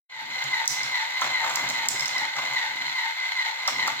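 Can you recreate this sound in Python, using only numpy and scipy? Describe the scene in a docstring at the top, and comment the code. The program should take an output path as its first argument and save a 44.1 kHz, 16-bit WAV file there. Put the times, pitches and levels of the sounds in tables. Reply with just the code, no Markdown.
"""A living room with a motorised marble run. The geared lift whirs and sags in pitch each time it
takes up a load. Steel balls click against each other, knock into the track and rumble along plastic
rails; in the bends they make the frame boom softly. Two close microphones feed a fast limiter,
and the sound fades in at the start."""
import sys
import numpy as np
from scipy import signal
from scipy.fft import rfft, irfft, next_fast_len
from scipy.io import wavfile
from scipy.ndimage import uniform_filter1d, minimum_filter1d, map_coordinates

SR = 44100
rng = np.random.default_rng(int(sys.argv[2]) if len(sys.argv) > 2 else 0)


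def dump(signal):
    """Clip the signal to [-1, 1] and save it as 16-bit WAV at the path in sys.argv[1]."""
    limited = np.clip(np.atleast_2d(signal).T, -1, 1)
    pcm = np.round(limited * 32767).astype(np.int16)
    wavfile.write(sys.argv[1], SR, pcm)


N = 176400

# time_from_load_s, tooth_rate_hz, whine_db, rattle_db
LIFT_CYCLE = [(-.19, 1022, -1, -2), (-.125, 1034, -1, -1.5), (-.06, 1038, -9.5, -1), (-.022, 1040, -1, -2),
              (.006, 1011, 8.5, 0), (.024, 985, 2, 1), (.05, 944, 2, -1.5), (0.083, 896, 0.5, 1),
              (.105, 899, -6, -1), (0.159, 983, -9.5, -4)]
# One row per cycle: free_whine_db, loaded_whine_db
WHINE_SWELLS = [(-1.5, 0.5), (-1.5, -1), (1.5, 1.5), (-2.5, -3), (-2.5, 0.5), (-2, 1), (-4.5, 0), (-1.5, 0),
                (-3, -0.5)]
# teeth_per_turn, whine_swing_db, rattle_swing_db
OFF_CENTRE_GEARS = [(12.07, 2, 0.34), (29.63, 2, 1)]
# tooth_rate_multiple, level_db
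GEAR_HARMONICS = [(1, -37), (2, -34), (3, -56), (4, -57.5)]
# freq_hz, gain_db
GEARBOX_SHELL = [(700, -10), (900, 6.5), (970, -11.5), (1040, -6), (1200, -6.5), (1750, -6), (1930, -2.5),
                 (2025, 2), (2090, 1), (2400, -14.5), (4100, 16.5), (6000, -20)]
# freq_hz, gain_db
TOOTH_RATTLE_BODY = [(60, -33.5), (400, -45.5), (520, -20), (760, -17.5), (890, -8.5), (1050, -15.5),
                     (1220, -14.5), (1420, -9.5), (1570, -2.5), (1720, -10.5), (1920, -5), (2040, -0.5),
                     (2100, 3.5), (2190, -6), (2330, -11), (2700, -12), (3500, -11), (4150, -7.5),
                     (4750, -18), (7200, -21.5), (8700, -40.5), (10200, -38.5), (13700, -49.5),
                     (14800, -30.5), (16000, -53)]

def lift(first_load_s=.531, cycle_s=.4075, runout=.008, slip_teeth=.099, load_roughening=11.4):
    """Loose plastic gears whine and tick once a tooth; slower, louder and rougher under load."""
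    t = np.arange(N) / SR
    cycle_times, *columns = np.transpose(LIFT_CYCLE)
    tooth_hz, whine_db, rattle_db = [
        np.interp(t - first_load_s, cycle_times, column, period=cycle_s) for column in columns]
    swells_db = np.ravel(WHINE_SWELLS)
    swell_times = first_load_s + (np.arange(len(swells_db)) - 1) * cycle_s / 2
    whine_db += np.interp(t, swell_times, swells_db)
    teeth = np.cumsum(tooth_hz * (1 + runout * wobble(70))) / SR
    for teeth_per_turn, whine_swing_db, rattle_swing_db in OFF_CENTRE_GEARS:
        binding = np.sin(2 * np.pi * (teeth / teeth_per_turn + 0.26 * wobble(8)))  # once a turn
        whine_db += whine_swing_db * binding
        rattle_db += rattle_swing_db * binding
    sag = 1 - tooth_hz / tooth_hz.max()
    slipped = teeth + slip_teeth * (1 + load_roughening * sag) * wobble(170) / 2
    tones = sum(amp(db + 0.38 * wobble(90)) * np.sqrt(2) * np.sin(2 * np.pi * multiple * slipped)
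                for multiple, db in GEAR_HARMONICS)
    whine = body(tones * amp(whine_db + 0.5), GEARBOX_SHELL)
    ticks = np.exp(-(teeth % 1) / 0.2) * rng.standard_normal(N)
    ticks *= np.exp(0.235 * wobble(600))  # uneven teeth
    rattle = unit_rms(body(ticks * amp(0.43 * wobble(70)), TOOTH_RATTLE_BODY))
    rattle *= amp(rattle_db - 30 + 0.24 * wobble(6.92))
    return in_room(whine, wet_db=-2.5, early_db=-2.5) + in_room(rattle, wet_db=-6.5, early_db=-0.5)


# start_s, level_db, pitch_hz, snap_db
BALL_CLICKS = [(.44, -22, 6758, -0.5), (.657, -22, 6013, -3), (0.6775, -0.5, 6010, -2),
               (.833, -15, 5280, -12), (1.2135, -16, 6500, -3), (1.498, -20.5, 7410, -5),
               (1.538, -31, 7530, 6), (1.5578, -16, 7322, 7.5), (1.69, -17, 6140, -2),
               (1.7, -13.5, 3830, -4), (1.858, -26, 6395, 2), (1.8862, -5, 7175, 3.5),
               (1.936, -24, 7057, -6), (1.996, -14, 5350, -8), (2.008, -18, 5320, 3.5),
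               (2.058, -13, 5370, -3), (2.081, -16, 6200, -15), (2.182, -18, 5270, -5),
               (2.366, -24.5, 5800, -2), (2.535, -28, 6920, 0), (3.677, -11, 5498, -0.5),
               (3.876, -22, 5678, 7.5)]
# freq_hz, gain_db
CLICK_BODY = [(150, -66), (500, -45), (2500, -25), (3700, -7.5), (4700, -0.5), (5260, 1), (6500, -2.5),
              (7700, -.5), (8800, -24.5), (11100, -16), (13500, -22), (15100, -15), (16500, -25)]

def ball_clicks(ring_t60_s=.006, snap_s=.0025, shake_s=.007, wall_echo_s=.0212, wall_echo_db=-12):
    """Steel on steel: a snap, a short ring pitched by the spot struck, and a rattle of the rails."""
    t = np.arange(SR // 16) / SR
    strike, shake = np.zeros((2, N + SR))
    for start_s, level_db, pitch_hz, snap_db in BALL_CLICKS:
        start = round(start_s * SR)
        ring = amp(3 - 60 * t / ring_t60_s) * np.sin(2 * np.pi * pitch_hz * t)
        snap = amp(snap_db - 1) * np.exp(-(t / snap_s) ** 2) * rng.choice([-1, 1], len(t))
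        strike[start:][:len(t)] += amp(level_db) * (ring + snap)
        shake[start:][:len(t)] += amp(level_db - 8.5) * np.exp(-t / shake_s) * rng.standard_normal(len(t))
    rail_band = signal.butter(2, (4400, 7630), "band", fs=SR, output="sos")
    rails = signal.sosfilt(rail_band, shake[:N])
    rails = filtered(rails, lambda hz: 1 + amp(wall_echo_db) * np.exp(-2j * np.pi * hz * wall_echo_s))
    steel = body(strike[:N], CLICK_BODY)
    return in_room(steel, wet_db=-7, early_db=-9) + in_room(rails, wet_db=4, early_db=-3)


# start_s, level_db
TRACK_KNOCKS = [(1.216, -13), (1.222, -17.5), (1.44, -19.5), (1.461, -23.5), (1.505, -17), (2.366, -27),
                (2.385, -20), (3.679, -14.5), (3.877, -16)]
# freq_hz, gain_db
TRACK_BODY = [(60, -30), (140, -35), (400, -16), (650, -4), (850, 4.5), (1300, 6), (2200, -9.5),
              (4000, -2.5), (8000, -22), (15000, -56)]

def track_knocks(contact_s=0.003, shake_db=-16.5, shake_s=0.011):
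    """A ball hits the track: a short crack, then loose parts shake, all rung through one body."""
    t = np.arange(SR // 8) / SR
    crack = t / contact_s * np.exp((1 - (t / contact_s) ** 2) / 2)
    envelope = crack + amp(shake_db) * np.exp(-t / shake_s)
    force = np.zeros(N + SR)
    for start_s, level_db in TRACK_KNOCKS:
        force[round(start_s * SR):][:len(t)] += amp(level_db) * rng.standard_normal(len(t)) * envelope
    return amp(2) * in_room(body(force[:N], TRACK_BODY), wet_db=-3.5, early_db=-5)


# time_s, level_db
RUMBLE_ENVELOPE = [(0.15, -58), (0.3, -51), (0.42, -66), (0.46, -52), (0.63, -70), (0.71, -55.5),
                   (0.78, -59), (0.87, -54.5), (1.06, -70), (1.2, -66.5), (1.22, -56), (1.24, -46),
                   (1.39, -61), (1.48, -51), (1.5, -54), (1.63, -46.5), (1.84, -57), (1.95, -46.5),
                   (1.99, -56), (2.03, -50.5), (2.1, -58), (2.24, -51), (2.34, -66), (2.38, -53),
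                   (2.48, -58.5), (2.53, -58), (2.58, -64.5), (2.88, -54), (2.96, -70.5), (3.66, -71.5),
                   (3.72, -49.5), (3.76, -54), (3.82, -47.5), (4.0, -55.5)]
# freq_hz, gain_db
FRAME_BODY = [(25, -33), (60, -16.5), (105, -11), (128, -1.5), (144, 4), (158, -13), (175, -4.5), (215, -7),
              (255, -1.5), (320, -7.5), (420, -12), (700, -12), (2000, -94)]
# time_s, level_db
CHATTER_ENVELOPE = [(0.15, -54), (0.38, -51.5), (1.19, -54.5), (1.22, -41), (1.26, -42), (1.4, -52),
                    (1.44, -41.5), (1.73, -45.5), (1.75, -49), (2.26, -49.5), (2.29, -69), (2.39, -43.5),
                    (2.78, -58), (2.81, -57.5), (3.12, -64), (3.66, -54), (3.69, -40.5), (3.74, -51),
                    (3.86, -47.5), (3.88, -38), (3.97, -66), (4.0, -69.5)]
# freq_hz, gain_db
RAIL_BODY = [(150, -33.5), (380, -18), (650, 1), (1050, 5), (1300, -1), (1600, -3), (2600, -1.5),
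             (4200, -13.5), (7200, -9.5), (9000, -33), (15000, -29)]

def rolling_balls(rumble_gain_db=1, chatter_gain_db=9.5):
    """Balls bump over the rails' roughness: the frame rumbles and the rails chatter."""
    rumble = unit_rms(body(contacts(rate_hz=720, spread=0.53), FRAME_BODY))
    rumble *= amp(over_time(RUMBLE_ENVELOPE) + rumble_gain_db)
    chatter = unit_rms(body(contacts(rate_hz=1000, spread=0.41), RAIL_BODY))
    chatter *= amp(over_time(CHATTER_ENVELOPE) + chatter_gain_db)
    return in_room(rumble, wet_db=-3.5, early_db=-10) + in_room(chatter, wet_db=-14.5, early_db=-5)


# start_s, level_db
FRAME_BOOMS = [(.435, -35.5), (0.679, -38.5), (.82, -39), (1.631, -39), (2.49, -38)]

def frame_booms(mode_hz=135.4, rise_s=0.026, t60_s=0.21):
    """Balls swinging through bends excite the frame's lowest mode, which swells and dies away."""
    t = np.arange(SR // 2) / SR
    rise = 1 - np.exp(-(t / rise_s) ** 2)
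    booms = np.zeros(N + SR)
    for start_s, level_db in FRAME_BOOMS:
        pitch_hz = mode_hz * (1 + 0.021 * rng.standard_normal())
        envelope = amp(level_db - 60 * t / t60_s) * rise
        booms[round(start_s * SR):][:len(t)] += envelope * np.sin(2 * np.pi * pitch_hz * t)
    return booms[:N]


# freq_hz, t60_s
ROOM_DECAY = [(150, 0.062), (1000, 0.44), (6000, 0.44), (15000, 0.38)]

def in_room(x, wet_db, early_db, early_s=0.0054, tail_rise_s=0.0081, left_lead_s=0.0001):
    """Direct sound from left of centre, near reflections and the room's tail."""
    freq_hz, frame_s, noise = signal.stft(rng.standard_normal((2, SR // 2)), SR, nperseg=256)
    decay = amp(-60 * frame_s / over_freq(ROOM_DECAY, freq_hz)[:, None])
    tail = signal.istft(noise * decay, SR, nperseg=256)[1]
    t = np.arange(tail.shape[1]) / SR
    tail *= 1 - np.exp(-t / tail_rise_s)
    early = rng.standard_normal(tail.shape) * np.exp(-t / early_s)
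    response = amp(wet_db) * tail / np.linalg.norm(tail[0])
    response += amp(early_db) * early / np.linalg.norm(early[0])
    reflected = signal.fftconvolve(x[None], response, axes=1)[:, :N]
    direct = filtered(x, lambda hz: np.exp(1j * np.pi * hz * left_lead_s * np.array([[1], [-1]])))
    return (direct + reflected) / np.sqrt(1 + amp(wet_db) ** 2 + amp(early_db) ** 2)


def body(x, colour, size=8192):
    """Ring x through a minimum-phase body given as (freq_hz, gain_db) points."""
    gain = amp(over_freq(colour, np.fft.rfftfreq(size, 1 / SR)))
    cepstrum = irfft(np.log(gain))
    cepstrum[1:size // 2] *= 2
    cepstrum[size // 2 + 1:] = 0
    return signal.fftconvolve(x, irfft(np.exp(rfft(cepstrum))))[:N]


def contacts(rate_hz, spread):
    """Random tiny impacts of log-normal size."""
    hits = rng.random(N) < rate_hz / SR
    return hits * rng.choice([-1, 1], N) * np.exp(spread * rng.standard_normal(N))


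def wobble(rate_hz):
    """Smooth random curve with knots at rate_hz."""
    return map_coordinates(rng.standard_normal(8192), [np.arange(N) * rate_hz / SR], mode="wrap")


def filtered(x, response):
    """Apply a complex frequency response."""
    size = next_fast_len(N + SR // 2)
    return irfft(rfft(x, size) * response(np.fft.rfftfreq(size, 1 / SR)), size)[..., :N]


def over_freq(points, hz):
    """Interpolate (freq_hz, value) points on a log axis."""
    freq_hz, values = np.transpose(points)
    return np.interp(np.log(hz + 1), np.log(freq_hz + 1), values)


def over_time(points):
    """Interpolate (time_s, value) points at every sample."""
    return np.interp(np.arange(N) / SR, *np.transpose(points))


def amp(db):
    """Decibels to gain."""
    return 10 ** (np.asarray(db) / 20)


def unit_rms(x):
    """Scale to rms 1."""
    return x / np.sqrt(np.mean(x ** 2) + 1e-20)


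def scene():
    """The lift and the balls on their track, in stereo."""
    return track_knocks() + lift() + rolling_balls() + frame_booms() + ball_clicks()


# freq_hz, left_minus_right_db
MIC_IMBALANCE = [(150, -1.5), (900, 2.2), (2000, 3), (2700, -1.5), (3400, -9), (4200, -5), (5500, -2.5),
                 (7500, -6), (9500, 6.5), (12000, 17.5), (15000, 19.5)]
# time_s, gain_db
OPENING_FADE = [(.085, -82), (.098, -18.5), (.2, -7.5), (.35, -2), (.5, 0)]

def record(dry, limit_db=-3.5, look_ahead_s=0.012, release_db_per_s=226, top_hz=16000):
    """Two unequal microphones, fade-in, look-ahead limiter and band limit."""
    x = filtered(dry, lambda hz: amp(over_freq(MIC_IMBALANCE, hz) * np.array([[.5], [-.5]])))
    x *= amp(over_time(OPENING_FADE))
    peak_db = 20 * np.log10(np.abs(x).max(0) + 1e-9)
    over_db = np.maximum(peak_db - limit_db, 0)
    look_samples = int(look_ahead_s * SR)
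    held_db = -minimum_filter1d(-over_db, 2 * look_samples + 1)
    release_db = release_db_per_s * np.arange(N) / SR
    cut_db = np.maximum.accumulate(held_db + release_db) - release_db
    limited = x * amp(-uniform_filter1d(cut_db, look_samples))
    return filtered(limited, lambda hz: hz < top_hz)


dry = scene()
out = record(dry)
dump(out)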